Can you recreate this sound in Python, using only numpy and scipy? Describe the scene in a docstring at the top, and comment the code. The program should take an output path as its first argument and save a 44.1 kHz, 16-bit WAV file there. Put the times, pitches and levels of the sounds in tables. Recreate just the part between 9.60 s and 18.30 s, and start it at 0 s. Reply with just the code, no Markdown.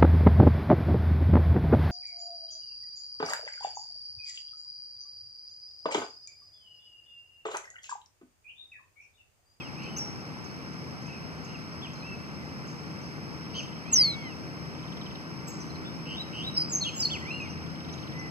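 """A finch sings in a wire cage on a sunny path; ground, cage and a bank of tall plants reflect it.
Insects drone at one pitch over distant traffic throughout. A far whine fades in the first second,
as the bird starts on short notes, buzzes and soft ticks. Near 4 s a trill and a rasp lead to one
loud falling whistle. A distant motor pulls away; from 6.3 s comes a quick run of sharp notes, then
a last trill. In the treble, left is a slightly late, inverted twin of right: a very wide sound."""
import sys
import numpy as np
from scipy import signal
from scipy.fft import rfft, irfft, next_fast_len
from scipy.io import wavfile
from scipy.ndimage import uniform_filter1d, map_coordinates

SR = 44100
rng = np.random.default_rng(int(sys.argv[2]) if len(sys.argv) > 2 else 0)


def to_wav(sig):
    """Store sig (one row per channel, or 1-D mono) as 16-bit WAV at the path in sys.argv[1].

    Samples outside -1..1 are clipped; the rate is SR.
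    """
    pcm = np.clip(np.atleast_2d(sig), -1, 1) * 32767
    pcm = np.round(pcm).astype(np.int16)
    wavfile.write(sys.argv[1], SR, pcm.T)  # frames by channels


N = 383669


def amp(db):
    """Decibels to gain."""
    return 10 ** (np.asarray(db) / 20)


def along(points, hz):
    """Read (Hz, value) points on a log axis."""
    point_hz, values = np.transpose(points)
    return np.interp(np.log(hz + 1), np.log(point_hz), values)


def wobble(rate_hz, size):
    """Smooth random curve, rate_hz knots a second."""
    knots = np.random.default_rng(rng.integers(2 ** 31)).standard_normal(int(size * rate_hz / SR) + 4)
    return map_coordinates(knots, [np.arange(size) * rate_hz / SR])


def cycles(hz):
    """Running phase of a frequency curve, in radians."""
    return 2 * np.pi * np.cumsum(hz) / SR


def filtered(x, response):
    """Apply a frequency response to x."""
    size = next_fast_len(N + SR // 2)
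    return irfft(rfft(x, size) * response(np.fft.rfftfreq(size, 1 / SR)), size)[..., :N]


def add(track, start_s, sound):
    """Mix a sound into the track."""
    start = max(0, round(start_s * SR))
    track[start:start + len(sound)] += sound[:max(0, N - start)]


def stereo_noise(gain):
    """Noise of rms 1 shaped by gain(hz); the channels are least alike in the bass."""
    # Each row: frequency in Hz, left-right coherence.
    coherence = [(60, 0.14), (300, 0.39), (600, 0.66), (1000, 0.94), (3000, 0.83), (6000, 1), (9000, 1)]

    def mid_side_gain(hz):
        angle = np.arccos(np.clip(along(coherence, hz), -1, 1)) / 2
        return gain(hz) * np.array([np.cos(angle), np.sin(angle)])

    mid, side = filtered(rng.standard_normal((2, N)), mid_side_gain)
    noise = np.array([mid + side, mid - side])
    return noise / np.sqrt(np.mean(noise ** 2))


def arch(crest_s, in_s, out_s, from_hz, main_hz, to_hz, db, bend, fade_db, late=0):
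    """Note as (s, Hz, dB) points: pitch bends and level fades off the crest; late delays the peak."""
    u = np.linspace(-1, 1, 41)
    times_s = crest_s + u * np.where(u < 0, in_s, out_s)
    pitch = main_hz + (np.where(u < 0, from_hz, to_hz) - main_hz) * np.abs(u) ** bend
    return np.column_stack([times_s, pitch, db - fade_db * np.abs(u - late) ** bend])


def contour(note, jitter, shimmer_db):
    """Per-sample pitch in Hz and amplitude of a note, both trembling, with soft ends."""
    s, hz, db = np.transpose(note)
    size = max(round((s[-1] - s[0]) * SR), SR // 200)
    t = s[0] + np.arange(size) / SR
    pitch = uniform_filter1d(np.interp(t, s, hz), SR // 250) * (1 + jitter * wobble(350, size))
    ends = np.clip(np.minimum(t - t[0], t[-1] - t) / .0035, 0, 1)
    return pitch, np.sqrt(2) * ends * amp(np.interp(t, s, db) + shimmer_db * wobble(164.5, size))


def roughened(pitch, rough):
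    """Irregular vibration shakes the pitch, about 5 % per unit of roughness."""
    return pitch * (1 + .05 * rough * wobble(600, len(pitch)))


def syrinx(pitch, second_db, third_db):
    """The bird's voice: a nearly pure tone with two weak overtones."""
    phase = cycles(pitch)
    return sum(amp(db) * np.sin(k * phase) * (k * pitch < SR / 2)
               for k, db in enumerate((0, second_db, third_db), 1))


def clear_tone(note, second_db, third_db, jitter=.003, break_rough=0):
    """Clean glide; high pitches strain, rough and bright, and may crack between registers."""
    break_hz, break_width_hz, strain_db = 5480, 230, 5
    pitch, level = contour(note, jitter, shimmer_db=.7)
    strain = np.clip((pitch - 4700) / 1800, 0, 1)
    crack = break_rough * np.exp(-((pitch - break_hz) / break_width_hz) ** 2)
    pitch = roughened(pitch, .3 * strain + crack)
    return level * syrinx(pitch, second_db + strain_db * strain, third_db)


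def insects(centre_hz=5310, width_hz=300, level_db=-51):
    """A far chorus merges into one narrow, steady band."""
    band = stereo_noise(lambda hz: 1 / (1 + ((hz - centre_hz) / width_hz) ** 2 / 2) ** 2)
    return band * amp(level_db + .28 * wobble(1.78, N))


def engine_hum():
    """A far engine draws nearer; its tones waver in pitch and level."""
    # Each row: frequency in Hz, level at mid-scene in dB, change over the scene in dB.
    tones = [(135.5, -55, 2), (161, -50.8, 5), (258, -58, 0), (314, -55, 8), (478, -67, -4)]
    approach = np.linspace(-.5, .5, N)
    out = np.zeros(N)
    for hz, db, change_db in tones:
        level = np.sqrt(2) * amp(db + change_db * approach + 2 * wobble(5, N))
        out += level * np.sin(cycles(hz + .8 * wobble(5, N)))
    return out


def traffic_and_air(rumble_db=-41.5, rise_db=1.5, air_db=-47.5):
    """Slowly swelling rumble and engine hum, a little to the left, and the even hiss of open air."""
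    # Each row: frequency in Hz, relative noise density in dB.
    traffic_spectrum = [(20, -37), (40, -32), (50, -23.5), (65, -13.5), (85, -4), (105, -7.5), (135, -1),
                        (160, 0), (200, -2), (260, -5.5), (400, -11), (600, -16), (1200, -27.5),
                        (3000, -49.5)]
    air_spectrum = [(300, -51), (700, -1.5), (1100, 2), (1900, 1), (2400, -2), (3000, -8.5), (3600, -12.5),
                    (4400, -11.5), (6200, -16), (7000, -21), (7700, -24), (10000, -26.5), (15000, -42)]
    level = amp(rumble_db + np.linspace(0, rise_db, N) + .58 * wobble(7.1, N))
    rumble = level * stereo_noise(lambda hz: amp(along(traffic_spectrum, hz)))
    air = amp(air_db) * stereo_noise(lambda hz: amp(along(air_spectrum, hz)))
    return (rumble + engine_hum()) * amp([[1.3], [-1.3]]) + air


def whine(end_s=.85, from_hz=850, to_hz=806, level_db=-59):
    """A faint, far whine sags in pitch and fades out."""
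    out = np.zeros(N)
    pitch, level = contour([(0, from_hz, level_db), (end_s, to_hz, level_db)], jitter=.015, shimmer_db=2)
    add(out, 0, level * signal.windows.tukey(len(level), .3) * np.sin(cycles(pitch)))
    return out


def whistles(thin_above_hz=6700, thin_db_per_octave=55):
    """Clear notes glide through a main pitch; the voice thins at the top of its range."""
    # Each row: crest time, lead-in and lead-out in s, start, main and end pitch in Hz, level in dB.
    notes = [ (.006, 0.0075, .033, 2860, 2620, 1950, -43), (.397, .016, 0.06, 5880, 5570, 5590, -31.5),
             (.45, 0.024, 0.16, 5660, 5590, 5560, -45), (1.953, .012, 0.013, 2870, 2735, 2330, -43.5),
             (6.278, 0.036, .022, 3300, 3600, 3670, -46), (6.582, .014, .016, 3550, 3670, 3700, -37),
             (6.611, 0.022, 0.022, 3720, 3935, 3820, -35), (6.848, 0.0099, .016, 3540, 3630, 3680, -36),
             (6.879, 0.02, 0.026, 3800, 3910, 3900, -34), (6.952, 0.013, 0.018, 5740, 5480, 5530, -37),
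             (6.974, .012, 0.01, 4260, 5220, 5150, -27), (6.983, 0.011, 0.011, 5160, 5070, 4800, -24),
             (7.014, 0.024, 0.019, 5100, 5020, 4550, -24), (7.157, 0.064, 0.022, 7600, 6240, 6260, -27.5),
             (7.222, 0.016, 0.029, 4190, 4334, 3220, -28), (7.261, .025, 0.042, 3320, 3316, 2920, -32),
             (7.273, 0.024, 0.03, 2580, 2946, 2340, -32.5), (7.29, 0.012, .012, 4280, 4300, 4250, -41),
             (7.416, .025, .008, 4970, 5280, 4800, -28), (7.424, 0.0068, 0.0078, 6270, 5680, 5330, -30),
             (7.435, 0.015, 0.016, 4940, 4570, 5400, -26.5), (7.456, .009, 0.0074, 4230, 4420, 3800, -20.5),
             (7.474, 0.0096, 0.0088, 4410, 4360, 4370, -30), (7.63, .03, 0.043, 1880, 1954, 2030, -44.5),
             (8.6, 0.1, 0.18, 1880, 2017, 1890, -45.5), ]
    out = np.zeros(N)
    for row in notes:
        s, hz, db = arch(*row, bend=1.4, fade_db=12.5).T
        thinning_db = thin_db_per_octave * np.maximum(np.log2(hz / thin_above_hz), 0)
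        note = np.column_stack([s, hz, db - thinning_db])
        add(out, s[0], clear_tone(note, second_db=-35.5, third_db=-37.5, jitter=.011))
    return out


def cheeps():
    """Faint cheeps, each swelling and fading on one straight glide."""
    # Each row: midpoint and length in s, start and end pitch in Hz, level in dB.
    notes = [(.022, .04, 3450, 3080, -49), (0.069, .05, 3030, 2530, -50), (0.245, .026, 4700, 4100, -55),
             (.91, .04, 4600, 4250, -62), (2.365, .03, 4470, 3880, -55), (2.412, 0.04, 4350, 3950, -55),
             (6.012, 0.032, 5800, 5810, -48), (6.105, .025, 4160, 4200, -52),
             (6.155, .022, 4500, 3820, -53), (7.835, 0.051, 6480, 5740, -55.5),
             (7.91, 0.043, 5630, 5970, -53), (8.336, 0.027, 5870, 6780, -49),
             (8.597, 0.023, 5970, 5750, -47.5)]
    out = np.zeros(N)
    for mid_s, length_s, from_hz, to_hz, db in notes:
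        mid_hz = (from_hz + to_hz) / 2
        note = arch(mid_s, length_s / 2, length_s / 2, from_hz, mid_hz, to_hz, db, bend=1, fade_db=5.5)
        pitch, level = contour(note, jitter=.025, shimmer_db=2.5)
        add(out, note[0][0], level * np.sin(cycles(pitch)))
    return out


def nasals():
    """A harmonic stack slides through fixed throat resonances; the last note jumps register and back."""
    # Each row: crest time, lead-in and lead-out in s, start, main and end fundamental in Hz,
    # level before the throat in dB, roughness.
    arches = [(.29, .135, .105, 1100, 1520, 1336, -47, 0.52), (4.57, .32, .17, 760, 1113, 826, -44.5, 0.2)]
    # Each row: time in s, fundamental in Hz, level before the throat in dB.
    yodel = [(7.65, 990, -47), (7.684, 1190, -40), (7.704, 1240, -38), (7.711, 1350, -34.5),
             (7.752, 1405, -36), (7.798, 1412, -45), (7.804, 1280, -39), (7.842, 1225, -43.5),
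             (7.882, 1030, -49)]
    # Each row: frequency in Hz, throat gain in dB.
    throat = [(1100, -36), (1700, -18), (1970, -1), (2800, 0), (3000, -8), (3450, -13), (3800, -23),
              (4200, -15), (4550, -18), (5000, -32), (6300, -22), (7200, -38), (8400, -42), (13000, -44)]
    out = np.zeros(N)
    notes = [(arch(*shape, bend=2.3, fade_db=7), rough) for *shape, rough in arches]
    for note, rough in notes + [(yodel, 0)]:
        pitch, level = contour(note, jitter=.005, shimmer_db=1.5)
        phase = cycles(roughened(pitch, rough))
        stack = sum(amp(along(throat, k * pitch)) * np.sin(k * phase) for k in range(1, 10))
        add(out, note[0][0], level * stack)
    return out


def buzzes(in_s=.08, out_s=.038, flutter_hz=112, pitch_depth=.064, level_depth=.52):
    """Rising notes; a fast flutter shakes pitch and level, and a faint grainy band rides above."""
    # Each row: start in s, main pitch in Hz, level in dB.
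    notes = [(.185, 2510, -48), (1.841, 2840, -57), (6.455, 2940, -41.5), (6.726, 2973, -39.5)]
    out = np.zeros(N)
    for start_s, hz, db in notes:
        note = arch(start_s + in_s, in_s, out_s, .92 * hz, hz, 1.2 * hz, db, bend=1.92, fade_db=7.5)
        pitch, level = contour(note, jitter=.015, shimmer_db=1.3)
        flutter = cycles(flutter_hz * (1 + .045 * wobble(18, len(pitch))))
        tone = syrinx(pitch * (1 + pitch_depth * np.sin(flutter)), second_db=-22.5, third_db=-32)
        grain = amp(-17) * np.sin(cycles(roughened(1.62 * pitch, rough=1)))
        add(out, start_s, level * (1 + level_depth * np.cos(flutter)) * (tone + grain))
    return out


def ticks():
    """Contact calls plunge from a thin top to a faint low tail in about 50 ms."""
    # Each row: crest time in s, base level in dB.
    calls = [(0.237, -64), (0.847, -61), (1.136, -65), (1.428, -64), (1.468, -61), (1.848, -59),
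             (2.337, -61.5), (3.077, -57), (3.42, -63), (4.03, -64)]
    out = np.zeros(N)
    for s, db in calls:
        note = [(s - .008, 7300, db - 8), (s, 6400, db + 8),
                (s + .008, 5400, db + 6), (s + .04, 4100, db - 10)]
        pitch, level = contour(note, jitter=.045, shimmer_db=2.5)
        add(out, note[0][0], level * syrinx(pitch, second_db=-25, third_db=-31))
    return out


def squeaks():
    """Strained high notes, brightened by their octave."""
    # Each row: crest time, lead-in and lead-out in s, start, main and end pitch in Hz, level in dB,
    # relative octave level before strain in dB.
    notes = [(.374, 0.014, 0.021, 5400, 6370, 7400, -34.5, -28),
             (5.876, 0.007, 0.025, 7100, 7840, 7260, -48, -20),
             (5.884, .009, .028, 6200, 6540, 6900, -44, -17),
             (7.382, .04, 0.023, 7400, 6930, 7050, -37.5, -24),
             (7.405, 0.0073, .011, 6750, 6880, 7000, -30, -27)]
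    out = np.zeros(N)
    for *shape, octave_db in notes:
        note = arch(*shape, bend=1.34, fade_db=12)
        add(out, note[0][0], clear_tone(note, second_db=octave_db, third_db=-36, jitter=.011))
    return out


def held_whistles(scoop_share=.1003, scoop_s=.0392, sag_share=.046):
    """Soft whistles scoop up to pitch, hold their level and sag a little."""
    # Each row: start and length in s, pitch in Hz, level in dB, roughness.
    notes = [(1.456, .122, 2666, -52.5, 0.77), (2.421, 0.14, 2704, -50, 0.01)]
    out = np.zeros(N)
    for start_s, length_s, hz, db, rough in notes:
        t = np.linspace(0, length_s, 40)
        scoop = np.maximum(1 - t / scoop_s, 0)
        glide_hz = hz * (1 - scoop_share * scoop - sag_share * (t / length_s) ** 2)
        note = np.column_stack([start_s + t, glide_hz, db - 4 * scoop])
        pitch, level = contour(note, jitter=.004, shimmer_db=1)
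        add(out, start_s, level * np.sin(cycles(roughened(pitch, rough))))
    return out


def slurs():
    """Notes hook up and slide down; the bird pushes hardest after the turn."""
    # Each row: time of the top, lead-in and lead-out in s, start, top and end pitch in Hz, level in dB.
    notes = [(2.229, 0.0142, .049, 3070, 3490, 2324, -42.5), (7.515, .02, .061, 2390, 3510, 1930, -33.5)]
    out = np.zeros(N)
    for row in notes:
        note = arch(*row, bend=1.3, fade_db=10.5, late=.18)
        add(out, note[0][0], clear_tone(note, second_db=-27, third_db=-38))
    return out


def trills(period_s=.0455, half_flick_s=.011, loudest_share=.72):
    """Even trains of short, hoarse downward flicks that swell and fade."""
    # Each row: start and end in s, pitch in Hz, sweep each way as a share of pitch, peak level in dB.
    trains = [(3.812, 4.18, 3100, .25, -51), (5.056, 5.57, 3350, .22, -45.5),
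              (7.886, 8.55, 3450, .33, -47.5)]
    out = np.zeros(N)
    for start_s, end_s, hz, sweep, db in trains:
        for s in np.arange(start_s, end_s, period_s):
            progress = (s - start_s) / (end_s - start_s)
            crest_db = db - 15 * abs(progress - loudest_share)
            note = arch(s, half_flick_s, half_flick_s, hz * (1 + sweep), hz, hz * (1 - sweep),
                        crest_db, bend=1.35, fade_db=13)
            pitch, level = contour(note, jitter=.03, shimmer_db=2)
            add(out, note[0][0], level * np.sin(cycles(roughened(pitch, rough=1.94))))
    return out


def rasp():
    """Irregular vibration roughens a note and adds a band halfway to the octave; it clears as it falls."""
    # Each row: time in s, pitch in Hz, level in dB, roughness.
    points = [(3.936, 2660, -48, 1), (3.955, 3050, -42, 1.1), (3.978, 3200, -39.5, 0.78),
              (3.993, 3077, -37, 0.26), (4.004, 2710, -37, 0.2), (4.011, 1980, -46, .1)]
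    out = np.zeros(N)
    s, hz, db, rough = np.transpose(points)
    pitch, level = contour(np.column_stack([s, hz, db]), jitter=.012, shimmer_db=1)
    rough = np.interp(s[0] + np.arange(len(pitch)) / SR, s, np.clip(rough, 0, 1))
    halfway = amp(-6.5) * rough * np.sin(cycles(roughened(1.5 * pitch, 2 * rough)))
    grit = 1 + .5 * rough * wobble(900, len(pitch))
    tone = syrinx(roughened(pitch, rough), second_db=-10, third_db=-36)
    add(out, s[0], level * grit * (tone + halfway))
    return out


def falling_whistle(start_s=4.313, length_s=.241):
    """One loud note drops fast, then ever more slowly, and slips down once more as it stops."""
    floor_hz, span_hz, relax_s = 3834, 3760, .075
    flick_hz, flick_s = 703, .0077
    slip_hz, slip_db, slip_s = 380, 7, .009
    attack_s, hold_s, release_db_per_s = .021, .093, 167
    out = np.zeros(N)
    t = np.linspace(0, length_s, 120)
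    slip = np.exp((t - length_s) / slip_s)
    hz = floor_hz + span_hz * np.exp(-t / relax_s) + flick_hz * np.exp(-t / flick_s) - slip_hz * slip
    held_db = -21.5 + 2.5 * np.minimum(t / (attack_s + hold_s), 1)
    attack_db = 30 * np.maximum(1 - t / attack_s, 0)
    release_db = release_db_per_s * np.maximum(t - attack_s - hold_s, 0) + slip_db * slip
    note = np.column_stack([start_s + t, hz, held_db - attack_db - release_db])
    add(out, start_s, clear_tone(note, second_db=-34.5, third_db=-39, break_rough=.7))
    return out


def motor():
    """A low, unsteady drone climbs as a far vehicle gathers speed."""
    # Each row: time in s, pitch in Hz, level in dB.
    points = [(4.8, 62, -75), (5.15, 67, -55), (5.7, 74, -59), (7.3, 76.9, -68), (7.9, 83.5, -48),
              (8.7, 89.9, -53)]
    s, hz, db = np.transpose(points)
    t = np.arange(N) / SR
    pitch = np.interp(t, s, hz) * (1 + .045 * wobble(9, N))
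    return amp(np.interp(t, s, db) + 2 * wobble(6.4, N)) * np.sin(cycles(pitch))


def reflections(song):
    """Ground and cage give quick, weak copies; the plants scatter a longer tail as the bird turns."""
    # Each row: frequency in Hz, T60 of the plant bank in s.
    bank_t60 = [(2000, 1), (4000, 0.44), (6000, 0.54), (8000, 0.72), (14000, 0.036)]
    # Each row: time in s, relative level sent into the plants in dB.
    facing = [(.4, -2), (3.9, 13.5), (4.3, -9.5), (4.9, -17), (5.8, 6), (7, 3)]
    # Each row: frequency in Hz, reflection gain of cage and leaves in dB.
    scatter = [(2500, 2.5), (4300, 3), (5100, 6), (6500, 7)]

    def echo(response):
        return signal.fftconvolve(song, response / np.linalg.norm(response))[:N]

    t = np.arange(SR // 25) / SR
    near = rng.standard_normal(len(t)) * np.exp(-t / .011) * (t > .001)
    bin_hz, age_s, spectra = signal.stft(rng.standard_normal(SR * 3 // 4), SR, nperseg=256)
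    decay = amp(-60 * age_s / along(bank_t60, bin_hz)[:, None])
    _, tail = signal.istft(spectra * decay, SR, nperseg=256)
    facing_db = np.interp(np.arange(N) / SR, *np.transpose(facing))
    echoes = amp(-13) * echo(near) + amp(facing_db - 17) * echo(tail)
    return filtered(echoes, lambda hz: amp(along(scatter, hz)))


def scene():
    """The bird and its reflections, over insects and traffic."""
    song = (whistles() + squeaks() + slurs() + held_whistles() + falling_whistle() + buzzes() + rasp()
            + nasals() + ticks() + trills() + cheeps())
    return song + reflections(song) + insects() + traffic_and_air() + motor() + whine()


def record(dry, lag_s=.000562, corner_hz=890, top_hz=15550):
    """Widening and band limit: the bass stays in phase; above it, left lags and is inverted."""
    def response(hz):
        phase = np.pi * lag_s * np.maximum(hz - corner_hz, 0)
        return np.exp(1j * np.array([-phase, phase])) * (hz < top_hz)

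    return filtered(dry, response)


dry = scene()
out = record(dry)
to_wav(out)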